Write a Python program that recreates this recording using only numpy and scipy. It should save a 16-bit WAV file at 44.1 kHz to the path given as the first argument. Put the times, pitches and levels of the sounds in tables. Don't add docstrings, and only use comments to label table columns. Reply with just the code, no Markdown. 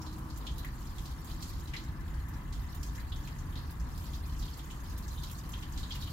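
import sys
import numpy as np
from scipy import signal
from scipy.fft import rfft, irfft
from scipy.io import wavfile

SR = 44100
rng = np.random.default_rng(int(sys.argv[2]) if len(sys.argv) > 2 else 0)


def bounce(signal):
    frames = np.transpose(np.atleast_2d(signal))
    limited = np.clip(frames, -1, 1)
    pcm = np.round(limited * 32767).astype(np.int16)
    wavfile.write(sys.argv[1], SR, pcm)


N = 269892
TIME = np.arange(N) / SR
RING = 12288


# (time [s], deep rumble level [dB], tyre roar level [dB])
TRAFFIC_LEVELS = [(0, -40.5, -55.5), (.7, -40.5, -57.5), (1.7, -39, -58), (4.25, -38.5, -58),
                  (4.8, -41, -58), (6.12, -39, -57.5)]
# (time [s], pitch [Hz], level [dB])
ENGINE_DRONE = [(0, 312.4, -53), (.3, 314.2, -55), (.45, 329.5, -63.5), (2.1, 330, -61), (3, 322, -77),
                (6.12, 327.6, -63)]
# (frequency [Hz], density [dB per Hz])
RUMBLE_SPECTRUM = [(14, -58), (22, -41), (30, -2), (38, -2), (46, -2), (58, -1), (80, -3), (108, -13),
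                   (132, -8.5), (165, -13), (215, -25.5), (400, -43.5), (1000, -100)]
MURMUR_SPECTRUM = [(90, -17), (190, 0), (218, -3), (243, 0), (288, -2.5), (318, -3), (350, -9.5),
                   (480, -19.5), (700, -29), (1200, -87)]
ROAD_SPECTRUM = [(300, -11), (520, -7.5), (640, -8.5), (720, -5), (830, -3.5), (980, 1.5), (1130, 0),
                 (1400, -6), (2000, -15.5), (3000, -19), (8000, -28)]
# (frequency [Hz], likeness [0-1])
MIC_LIKENESS = [(30, .95), (250, .94), (400, .8), (650, .4), (1100, .5), (1600, .25), (3000, .1)]
# (frequency [Hz], phase [rad])
LEFT_LEAD = [(30, 0), (400, 0.22), (700, 0.97), (1150, 1.51), (1700, 0.033), (2200, 1.36)]
# (frequency [Hz], left minus right [dB])
MIC_TILT = [(30, 0.2), (400, 0), (1000, 2.5), (1300, 1), (1750, 4), (2500, 0.5), (3300, 0), (4200, -4.5),
            (5600, -1), (7300, -5), (8200, 0), (10500, -1.5), (11500, -4.5), (15500, -2)]
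# (frequency [Hz], width [Hz], lift [dB])
BOARD_ECHOES = [(1680, 35, 0.5), (2040, 55, 5), (2600, 57, -5), (3090, 65, 6), (3290, 140, 3.5),
                (3760, 190, 0), (4200, 140, -1.5), (4540, 47, -10), (5480, 360, 2), (6180, 220, 4),
                (6550, 190, 5), (7300, 690, 6)]
# (time [s], aim [0 = bare soil, 1 = leaves])
CAN_AIM = [(0, 0.41), (.3, 0.27), (.9, 0.41), (1.35, .7), (1.62, 0.59), (1.9, 0.13), (2.3, 0.052),
           (2.75, 0.52), (3.35, 0.32), (3.85, .35), (4.15, 0.88), (4.8, .45), (5.2, 0.87), (5.7, 0.49),
           (6.12, .85)]
# (frequency [Hz], density [dB per Hz])
PATTER_SPECTRUM = [(1500, -14), (2400, -1), (3200, -3.5), (4300, 6), (5500, 0.5), (7300, -1), (8300, 4),
                   (15000, -38)]
SPRAY_SPECTRUM = [(1500, -15), (3500, -7), (7300, -8), (8400, -6), (10300, -4), (11600, -0.5),
                  (14500, -0.5), (16000, -4.5)]
SOIL_SPECTRUM = [(600, -3), (1200, -19.5), (1750, -1.5), (2400, -17), (3500, 10.5), (8000, -33)]
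# (time [s], level over the first 20 ms [dB])
LEAF_SMACKS = [(0.181, -56.5), (0.374, -51.5), (0.5811, -49), (0.646, -53), (1.0565, -59), (1.2451, -53),
               (1.4235, -55), (2.2842, -55.5), (2.7462, -52.5), (3.708, -54), (3.9769, -54), (4.572, -55),
               (4.9776, -50.5), (5.2342, -53), (5.312, -49), (5.4904, -51.5), (5.952, -53.5)]
# (time [s], level over the first 20 ms [dB], pitch [Hz], bandwidth [octaves])
FAT_DROPS = [(0.017, -56, 5420, 0.16), (0.064, -53.5, 4100, 0.22), (0.3002, -56, 4470, 0.23),
             (0.4673, -46, 3410, 0.28), (0.5811, -54, 4000, 0.15), (0.6455, -49, 1884, 0.22),
             (0.983, -53, 3480, 0.68), (1.0565, -54, 4350, 0.28), (1.3114, -55, 4140, 0.17),
             (1.4247, -48, 4470, 0.54), (1.675, -55.5, 3940, 0.34), (1.736, -43.5, 2150, 0.38),
             (1.7644, -47, 4120, 0.2), (2.5262, -53.5, 4230, 0.53), (2.83, -49.5, 5340, 1),
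             (2.979, -53.5, 1830, 0.23), (3.1206, -49, 3490, 0.15), (3.274, -53.5, 2490, 0.6),
             (3.5551, -52, 3700, 0.22), (3.5735, -53, 4240, 0.15), (4.134, -53, 3840, 0.31),
             (4.4239, -52, 3830, 0.3), (4.4798, -57, 3440, 0.29), (4.591, -55, 3450, 0.37),
             (4.7027, -53.5, 3020, 0.33), (5.176, -54, 3650, 0.094), (5.234, -48.5, 3970, 0.28),
             (5.5348, -49.5, 3230, 0.23), (5.6253, -52.5, 3100, 0.4), (5.7758, -48.5, 4115, 0.42),
             (5.8306, -49.5, 3850, 0.15), (5.9068, -46, 3340, 0.22), (5.918, -45.5, 4320, 0.18),
             (5.9515, -51, 2900, 0.38), (6.023, -47.5, 3870, 0.17), (6.073, -52.5, 3080, 0.28)]

WHISTLE_S, WHISTLE_LENGTH_S, WHISTLE_DB = 4.6, 0.21, -72
WHISTLE_HZ, WHISTLE_RISE_HZ_PER_S = 8090, 500
PATTER_DB, PATTER_SWING_DB = -67.5, 11
SPRAY_DB, SPRAY_SWING_DB = -68.5, 10
SOIL_DB, SOIL_SWING_DB = -58.5, -7
START_DB, START_S = -8, 1.4
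DROP_SPRAY_DB = -64
EDGE_HZ = 15850


def gain_of(db):
    return 10 ** (np.asarray(db) / 20)


def evened(x):
    return x / np.sqrt(np.mean(x ** 2) + 1e-20)


def read(points, size):
    hz, value = np.transpose(points)
    bins_hz = np.fft.rfftfreq(size, 1 / SR)
    return np.interp(np.log(bins_hz + 1), np.log(hz), value)


def follow(rows):
    s, *columns = np.transpose(rows)
    return [np.interp(TIME, s, column) for column in columns]


def colour(x, points):
    return evened(irfft(rfft(x) * gain_of(read(points, N)), N))


def wander(per_s):
    hz = np.fft.rfftfreq(N, 1 / SR)
    slow = rfft(rng.standard_normal(N)) / (1 + (hz / per_s) ** 4)
    return evened(irfft(slow, N))


def add(mix, s, sound):
    part = mix[:, max(round(s * SR), 0):][:, :sound.shape[1]]
    part += sound[:, :part.shape[1]]


def distant_noise():
    left, other = rfft(rng.standard_normal((2, N)))
    same = np.clip(read(MIC_LIKENESS, N), 0, 1)
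    right = same * left + np.sqrt(1 - same ** 2) * other
    right = right * np.exp(-1j * read(LEFT_LEAD, N))
    return irfft(np.array([left, right]), N)


def tone(hz, db, waver_hz):
    turns = np.cumsum(hz + waver_hz * wander(per_s=8.0)) / SR
    return gain_of(db) * np.sqrt(2) * np.sin(2 * np.pi * turns)


def traffic(murmur_db=5.0, road_db=3.5, hum_hz=58, hum_db=-50):
    deep, tyres = follow(TRAFFIC_LEVELS)
    rumble_level = deep + 1.0 * wander(per_s=8.6)
    murmur_level = tyres + murmur_db + 0.91 * wander(per_s=7.5)
    road_level = tyres + road_db + 0.71 * wander(per_s=10.0)
    rumble = gain_of(rumble_level) * colour(distant_noise(), RUMBLE_SPECTRUM)
    murmur = gain_of(murmur_level) * colour(distant_noise(), MURMUR_SPECTRUM)
    road = gain_of(road_level) * colour(distant_noise(), ROAD_SPECTRUM)
    hum_turns = np.cumsum(hum_hz + 1.39 * wander(per_s=3.05)) / SR
    hum = gain_of(hum_db) * evened(np.sin(2 * np.pi * hum_turns))
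    drone = tone(*follow(ENGINE_DRONE), waver_hz=2.61)
    return rumble + murmur + road + hum + drone


def whistle():
    t = np.clip(TIME - WHISTLE_S, 0, WHISTLE_LENGTH_S)
    swell = np.sin(np.pi * t / WHISTLE_LENGTH_S)
    return swell * tone(WHISTLE_HZ + WHISTLE_RISE_HZ_PER_S * t, WHISTLE_DB, waver_hz=22)


def click(db):
    log_gain = np.log(gain_of(db - db.max()) + 1e-4)
    circle = np.concatenate([log_gain, log_gain[-2:0:-1]])
    return np.exp(np.conj(signal.hilbert(circle)))[:len(db)]


def boards(water, between_db=-0.56):
    f = np.fft.rfftfreq(RING, 1 / SR)
    db = between_db + sum(lift / (1 + (2 * (f - hz) / width) ** 4) for hz, width, lift in BOARD_ECHOES)
    path = irfft(click(db), RING) * gain_of(db.max())
    return signal.oaconvolve(water, path[None], axes=1)[:, :N]


def garden(pulse, scatter_t60, build_s, tail_t60=0.33, tail_db=-9, direct=0.69):
    t = np.arange(RING) / SR
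    taps = rng.standard_normal((2, RING)) * (rng.random((2, RING)) < .12)
    scatter = gain_of(-60 * t / scatter_t60)
    tail = gain_of(tail_db - 60 * t / tail_t60)
    taps *= (1 - np.exp(-t / build_s)) * (scatter + tail)
    taps[:, 0] = direct
    sound = irfft(rfft(taps) * pulse, RING)
    return sound / np.sqrt(np.mean(sound[:, :SR // 50] ** 2))


def plop(hz, octaves):
    away = np.log2((np.fft.rfftfreq(RING, 1 / SR) + 1) / hz) / octaves
    return click(-30 * np.log10(1 + away ** 2 / 5))


def shower(per_s, spread_db, lo_hz, hi_hz, octaves, count=16):
    out = np.zeros((2, N))
    for hz in np.geomspace(lo_hz, hi_hz, count):
        sound = garden(plop(hz, octaves), scatter_t60=.05, build_s=.0006, tail_db=-14, direct=1.5)
        chance, when, size = rng.random((3, 600))
        lands = chance < per_s * (N / SR) / (count * len(chance))
        for s, u in zip(when[lands] * N / SR, size[lands]):
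            add(out, s, gain_of(-spread_db * np.log(u + 0.14)) * sound)
    return evened(out)


def drips(db, spray_db, lo_hz, hi_hz, octaves, count=32):
    out = np.zeros((2, N))
    burst = click(read(SPRAY_SPECTRUM, RING))
    for k, (when, pitch) in enumerate(rng.random((count, 2))):
        s = (k + when) / count * N / SR
        hz = lo_hz * (hi_hz / lo_hz) ** pitch
        add(out, s, gain_of(db) * garden(plop(hz, octaves), scatter_t60=0.09, build_s=0.00086))
        add(out, s, gain_of(spray_db) * garden(burst, scatter_t60=.12, build_s=0.00076))
    return out


def pour(patter_db=-2.0, bubble_db=-3.5, mist_db=-5):
    aim, = follow(CAN_AIM)
    leaves = PATTER_DB + PATTER_SWING_DB * aim
    spray = SPRAY_DB + SPRAY_SWING_DB * aim
    soil = SOIL_DB + SOIL_SWING_DB * aim + START_DB * np.maximum(1 - TIME / START_S, 0)
    ticks = shower(per_s=190, spread_db=4.0, lo_hz=2520, hi_hz=7100, octaves=0.13, count=24)
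    rings = shower(per_s=130, spread_db=3.3, lo_hz=2200, hi_hz=7000, octaves=.025, count=40)
    specks = shower(per_s=300, spread_db=3.8, lo_hz=6500, hi_hz=15000, octaves=.25)
    slaps = shower(per_s=700, spread_db=2.5, lo_hz=1120, hi_hz=2633, octaves=0.062, count=24)
    patter = gain_of(patter_db) * colour(ticks, PATTER_SPECTRUM)
    bubbles = gain_of(bubble_db) * colour(rings, PATTER_SPECTRUM)
    fizz = colour(specks, SPRAY_SPECTRUM)
    mist = gain_of(mist_db) * colour(rng.standard_normal((2, N)), SPRAY_SPECTRUM)
    splash = colour(slaps, SOIL_SPECTRUM)
    run_off = drips(db=3.5, spray_db=0.5, lo_hz=3300, hi_hz=6700, octaves=.2)
    clumps_db = 1.7 * wander(per_s=20)
    return (gain_of(leaves + clumps_db) * (patter + bubbles)
            + gain_of(leaves) * run_off
            + gain_of(spray + clumps_db) * (fizz + mist)
            + gain_of(soil) * splash)


def sprays():
    out = np.zeros((2, N))
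    burst = click(read(SPRAY_SPECTRUM, RING))
    from_plops = [(drop[0], DROP_SPRAY_DB) for drop in FAT_DROPS]
    for s, db in list(LEAF_SMACKS) + from_plops:
        add(out, s, gain_of(db) * garden(burst, scatter_t60=0.1, build_s=0.00066, tail_db=-14.0))
    return out


def fat_drops(bubble_db=-4, scatter_t60=0.15, fence_s=.033, fence_db=-13):
    out = np.zeros((2, N))
    for s, db, hz, octaves in FAT_DROPS:
        pulse = plop(hz, octaves)
        ring = plop(hz, octaves / 6)
        impact = garden(pulse, scatter_t60, build_s=0.00094, tail_db=-11.5, direct=2.3)
        echo = garden(pulse, scatter_t60, build_s=0.0034)
        bubble = garden(ring, scatter_t60=0.058, build_s=0.00062, tail_db=-9.5)
        add(out, s, gain_of(db) * impact)
        add(out, s + fence_s, gain_of(db + fence_db) * echo)
        add(out, s, gain_of(db + bubble_db) * bubble)
    return out


def scene():
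    water = pour() + sprays() + fat_drops()
    return traffic() + whistle() + boards(water)


def record(dry):
    tilt_db = np.outer([.5, -.5], read(MIC_TILT, N))
    heard = irfft(rfft(dry) * gain_of(tilt_db), N)
    band = signal.firwin(511, EDGE_HZ, window=("kaiser", 9), fs=SR)
    return signal.oaconvolve(heard, band[None], "same")


dry = scene()
out = record(dry)
bounce(out)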